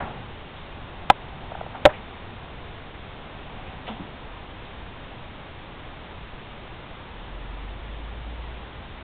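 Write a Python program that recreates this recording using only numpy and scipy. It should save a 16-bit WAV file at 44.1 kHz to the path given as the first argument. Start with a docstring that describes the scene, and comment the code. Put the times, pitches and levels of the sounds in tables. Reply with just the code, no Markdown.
"""Two sharp clicks ring the case of a hand-held camera and overload its narrow, hissy microphone channel.
Between them the grip creaks faintly as fingers slip; now and then the hand rubs on the case.
Around the camera is a quiet wooden bird enclosure, where a hawk shuffles and bumps on its wooden box.
An airy wash and a faint hum swell and sink; late on, a low drone, like a far engine, climbs in pitch."""
import sys
import numpy as np
from scipy import signal
from scipy.fft import rfft, irfft, next_fast_len
from scipy.io import wavfile

SR = 44100
rng = np.random.default_rng(int(sys.argv[2]) if len(sys.argv) > 2 else 0)


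def wav_record(signal):
    """Record a signal, one row per channel, as 16-bit PCM in the file named by sys.argv[1]."""
    frames = np.transpose(np.atleast_2d(signal))
    bounded = np.clip(frames, -1, 1)
    # unit amplitude maps onto the largest positive 16-bit level
    quanta = np.round(bounded * 32767).astype(np.int16)
    wavfile.write(sys.argv[1], SR, quanta)


N = 398223
TIME = np.arange(N) / SR


def gain_of(db):
    """Turns decibels into a number to multiply a sound by."""
    return 10 ** (np.asarray(db) / 20)


def curve_gain(curve, hz):
    """The gain at each frequency, along a line through (frequency [Hz], level [dB]) points."""
    point_hz, point_db = np.transpose(curve)
    return gain_of(np.interp(np.log(hz + 1), np.log(point_hz + 1), point_db))


def hump(hz, centre_hz, octaves):
    """A bell-shaped gain that favours the frequencies near a centre; octaves sets its width."""
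    return np.exp(-.5 * (np.log2((hz + 1) / centre_hz) / octaves) ** 2)


def noise(colour, size):
    """Noise of standard strength (rms 1); colour(hz) says how much of each frequency it holds."""
    white = rfft(rng.standard_normal(size))
    coloured = irfft(white * colour(np.fft.rfftfreq(size, 1 / SR)), size)
    return coloured / coloured.std()


def filtered(sound, curve):
    """Turns each frequency of a sound up or down, following a curve."""
    size = next_fast_len(N + SR // 10)
    gain = curve_gain(curve, np.fft.rfftfreq(size, 1 / SR))
    return irfft(rfft(sound, size) * gain, size)[:, :N]


def add(mix, start_s, sound):
    """Mixes a sound in at a given time."""
    part = mix[round(start_s * SR):][:len(sound)]
    part += sound[:len(part)]


def noise_burst(db, centre_hz, octaves, rise_s, fade_s):
    """A band of noise that swells, then dies away by 60 dB in fade_s seconds."""
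    t = np.arange(SR) / SR
    rise = np.minimum(t / rise_s, 1)
    fade = np.exp(-np.log(1000) * np.maximum(t - rise_s, 0) / fade_s)
    return gain_of(db) * rise * fade * noise(lambda hz: hump(hz, centre_hz, octaves), len(t))


def background():
    """Even hiss and rumble, with an airy outdoor wash that swells a few times."""
    # tone colour of the hiss and rumble: (frequency [Hz], relative level [dB])
    hiss_colour = [(8, -0.5), (33, 0), (85, -1.5), (150, -7), (240, -10), (480, -12.5), (950, -12.5),
                   (1450, -17), (2400, -19), (3700, -21)]
    # tone colour of the wash: (frequency [Hz], relative level [dB])
    air_colour = [(40, -2), (150, 2.5), (300, -7.5), (420, -6), (560, -9), (780, -2), (1150, -12),
                  (2000, -20.5), (4000, -25)]
    # swells of the wash: (peak time [s], level [dB], half length [s])
    swells = [(0, -36.5, 0.21), (1.6, -47.5, 0.98), (3.75, -48.5, 0.66)]
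    hiss_db, resting_air_db = -38, -55
    hiss = gain_of(hiss_db) * noise(lambda hz: curve_gain(hiss_colour, hz), N)
    air = noise(lambda hz: curve_gain(air_colour, hz), N)
    swelling = sum(gain_of(db) * np.exp(-((TIME - at) / half) ** 2) for at, db, half in swells)
    return hiss + air * (gain_of(resting_air_db) + swelling)


def faint_hum():
    """A narrow band of noise rises just out of the hiss and sinks back."""
    out = np.zeros(N)
    add(out, start_s=3.3, sound=noise_burst(db=-48, centre_hz=750, octaves=.071, rise_s=.25, fade_s=1.3))
    return out


def far_drone():
    """One clean low tone climbs ever more slowly; it swells, holds, then drops to a murmur."""
    start_s, rise_s, drop_s, release_s = 6.98, .5, 8.5, .08
    from_hz, top_hz, ease_s = 34.5, 72, 1.5
    held_db, drop_db = -37.5, -11
    age = np.maximum(TIME - start_s, 0)
    hz = top_hz + (from_hz - top_hz) * np.exp(-age / ease_s)
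    tone = np.sqrt(2) * np.sin(2 * np.pi * np.cumsum(hz) / SR)
    rise = np.minimum(age / rise_s, 1)
    held = np.exp(-np.maximum(TIME - drop_s, 0) / release_s)
    return gain_of(held_db) * rise * (held + (1 - held) * gain_of(drop_db)) * tone


def hand_rubs():
    """Skin rubs briefly on the camera's case, always with the same tone colour."""
    # rubs of the hand: (time [s], level [dB], fade time [s])
    rubs = [(0, -31, 0.31), (1.75, -36, .16), (1.888, -31.5, 0.226)]
    out = np.zeros(N)
    for at, db, fade_s in rubs:
        add(out, at, noise_burst(db, centre_hz=810, octaves=.82, rise_s=.005, fade_s=fade_s))
    return out


def hawk():
    """Feathers brush softly; at each step a claw ticks, the foot scrapes and the wooden box thuds."""
    # brushes of the feathers: (time [s], level [dB], centre frequency [Hz])
    brushes = [(.55, -49.5, 3500), (1.925, -45, 2320), (3.66, -47, 2400), (3.866, -40, 3000),
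               (4.64, -48, 4000)]
    # steps on the box: (time [s], tick level [dB], scrape level [dB],
    # thud delay [s], thud level [dB], thud width [octaves])
    steps = [(3.869, -36, -32.5, .024, -31, 0.098), (3.992, -55, -44, 0.0036, -30, .48)]
    scrape_delay_s = .008
    out = np.zeros(N)
    for at, db, hz in brushes:
        add(out, at, noise_burst(db, hz, octaves=.28, rise_s=.016, fade_s=.3))
    for at, tick_db, scrape_db, thud_delay_s, thud_db, thud_width in steps:
        tick = noise_burst(tick_db, centre_hz=2520, octaves=.55, rise_s=.0014, fade_s=.079)
        scrape = noise_burst(scrape_db, centre_hz=685, octaves=.7, rise_s=.004, fade_s=.23)
        thud = noise_burst(thud_db, centre_hz=215, octaves=thud_width, rise_s=.009, fade_s=.14)
        add(out, at, tick)
        add(out, at + scrape_delay_s, scrape)
        add(out, at + thud_delay_s, thud)
    return out


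def grip_slips():
    """A finger catches and slips on the case: tiny, short blips that sag in pitch."""
    # slips of the grip: (time [s], peak level [dB], pitch [Hz])
    slips = [(1.5212, -23.5, 690), (1.5541, -23, 776), (1.614, -20.5, 695), (1.666, -29, 680),
             (1.7515, -26, 745)]
    half_length_s, sag_per_s = .0016, 45
    catch_lead_s, catch_ratio, catch_db = .00293, 1.83, -10.5  # the catch is earlier, higher and weaker
    out = np.zeros(N)
    t = np.arange(-SR // 100, SR // 100) / SR  # zero is the peak of the blip
    swell = np.exp(-(t / half_length_s) ** 2)
    for at, db, hz in slips:
        phase = 2 * np.pi * hz * (1 - np.exp(-sag_per_s * t)) / sag_per_s
        catch = gain_of(db + catch_db) * swell * np.sin(catch_ratio * phase)
        slip = gain_of(db) * swell * np.sin(phase)
        add(out, at + t[0] - catch_lead_s, catch)
        add(out, at + t[0], slip)
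    return out


def case_blow(strength_db, centre_hz, octaves):
    """One blow rings the case's own tones, most strongly those near centre_hz."""
    # tones of the camera's case: (pitch [Hz], relative level [dB], time to fade by 60 dB [s])
    case_tones = [(126, -16.5, 0.092), (329.6, -14.5, 0.042), (550.6, -9, 0.0447), (602, -4.5, .052),
                  (791, -1, 0.021), (992, -14.5, 0.041), (1310, -3.5, 0.019), (1600, -5.5, .02),
                  (1680, -11, 0.023), (2060, -5.5, 0.026), (2510, -10.5, .021), (2710, -11.5, .02),
                  (3040, -10, 0.019), (3290, -10, 0.017), (3570, -7, .017)]
    t = np.arange(SR // 5) / SR
    hz, db, fade_s = np.transpose(case_tones)
    fades = np.exp(-np.log(1000) * t / fade_s[:, None])
    rings = gain_of(db[:, None]) * fades * np.sin(2 * np.pi * hz[:, None] * t)
    shares = gain_of(strength_db) * hump(hz, centre_hz, octaves)
    return shares @ rings  # adds up the tones, each by its share


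def case_clicks():
    """Each click is a hard snap, a catch and a settling blow that bounces twice, sooner and weaker."""
    # clicks on the case: (time [s], snap strength [dB], catch delay [s], catch strength [dB],
    # catch centre [Hz], settling delay [s], settling strength [dB], settling width [octaves],
    # gap before the first bounce [s])
    clicks = [(1.10035, -5, .00064, 1.7, 1208, .00156, 9.4, .24, .00591),
              (1.85463, -1.6, .00181, 2.5, 445, .00402, 8, .5, .01146)]
    bounce_db, loss_db, gap_shrink = -13, 6, .6
    out = np.zeros(N)
    # the hand's dull push that sets off the second click
    add(out, start_s=1.85332, sound=case_blow(strength_db=5.5, centre_hz=310, octaves=1.1))
    for at, snap_db, catch_delay, catch_db, catch_hz, settle_delay, settle_db, width, gap in clicks:
        add(out, at, case_blow(snap_db, centre_hz=2949, octaves=.55))
        add(out, at + catch_delay, case_blow(catch_db, catch_hz, octaves=.3))
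        landing = at + settle_delay
        add(out, landing, case_blow(settle_db, centre_hz=830, octaves=width))
        for bounce in range(2):
            landing += gap * gap_shrink ** bounce
            add(out, landing, case_blow(bounce_db - bounce * loss_db, centre_hz=760, octaves=width))
    return out


def scene():
    """Everything that reaches the one microphone, with a very short fade at each end."""
    sound = background() + hand_rubs() + hawk() + faint_hum() + far_drone() + grip_slips() + case_clicks()
    fade = signal.windows.tukey(N, .001)
    return (sound * fade)[None]


def record(dry):
    """The narrow channel dulls everything; the loud clicks overload it, which alone makes high treble."""
    # how the microphone channel cuts the treble: (frequency [Hz], gain [dB])
    channel = [(3650, 0), (3800, -4.5), (4000, -12.5), (4300, -16), (4500, -34), (4700, -62), (6000, -102)]
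    # how the recorder softens the treble after the overload: (frequency [Hz], gain [dB])
    soft_treble = [(4000, 0.5), (5000, -8), (7500, -1.5), (11000, -4), (16000, -4)]
    overload_limit, highest_hz = .7, 16700
    clipped = np.clip(filtered(dry, channel), -overload_limit, overload_limit)
    treble_cut = signal.firwin(511, highest_hz, window=("kaiser", 9), fs=SR)
    return signal.oaconvolve(filtered(clipped, soft_treble), treble_cut[None], "same")


dry = scene()
out = record(dry)
wav_record(out)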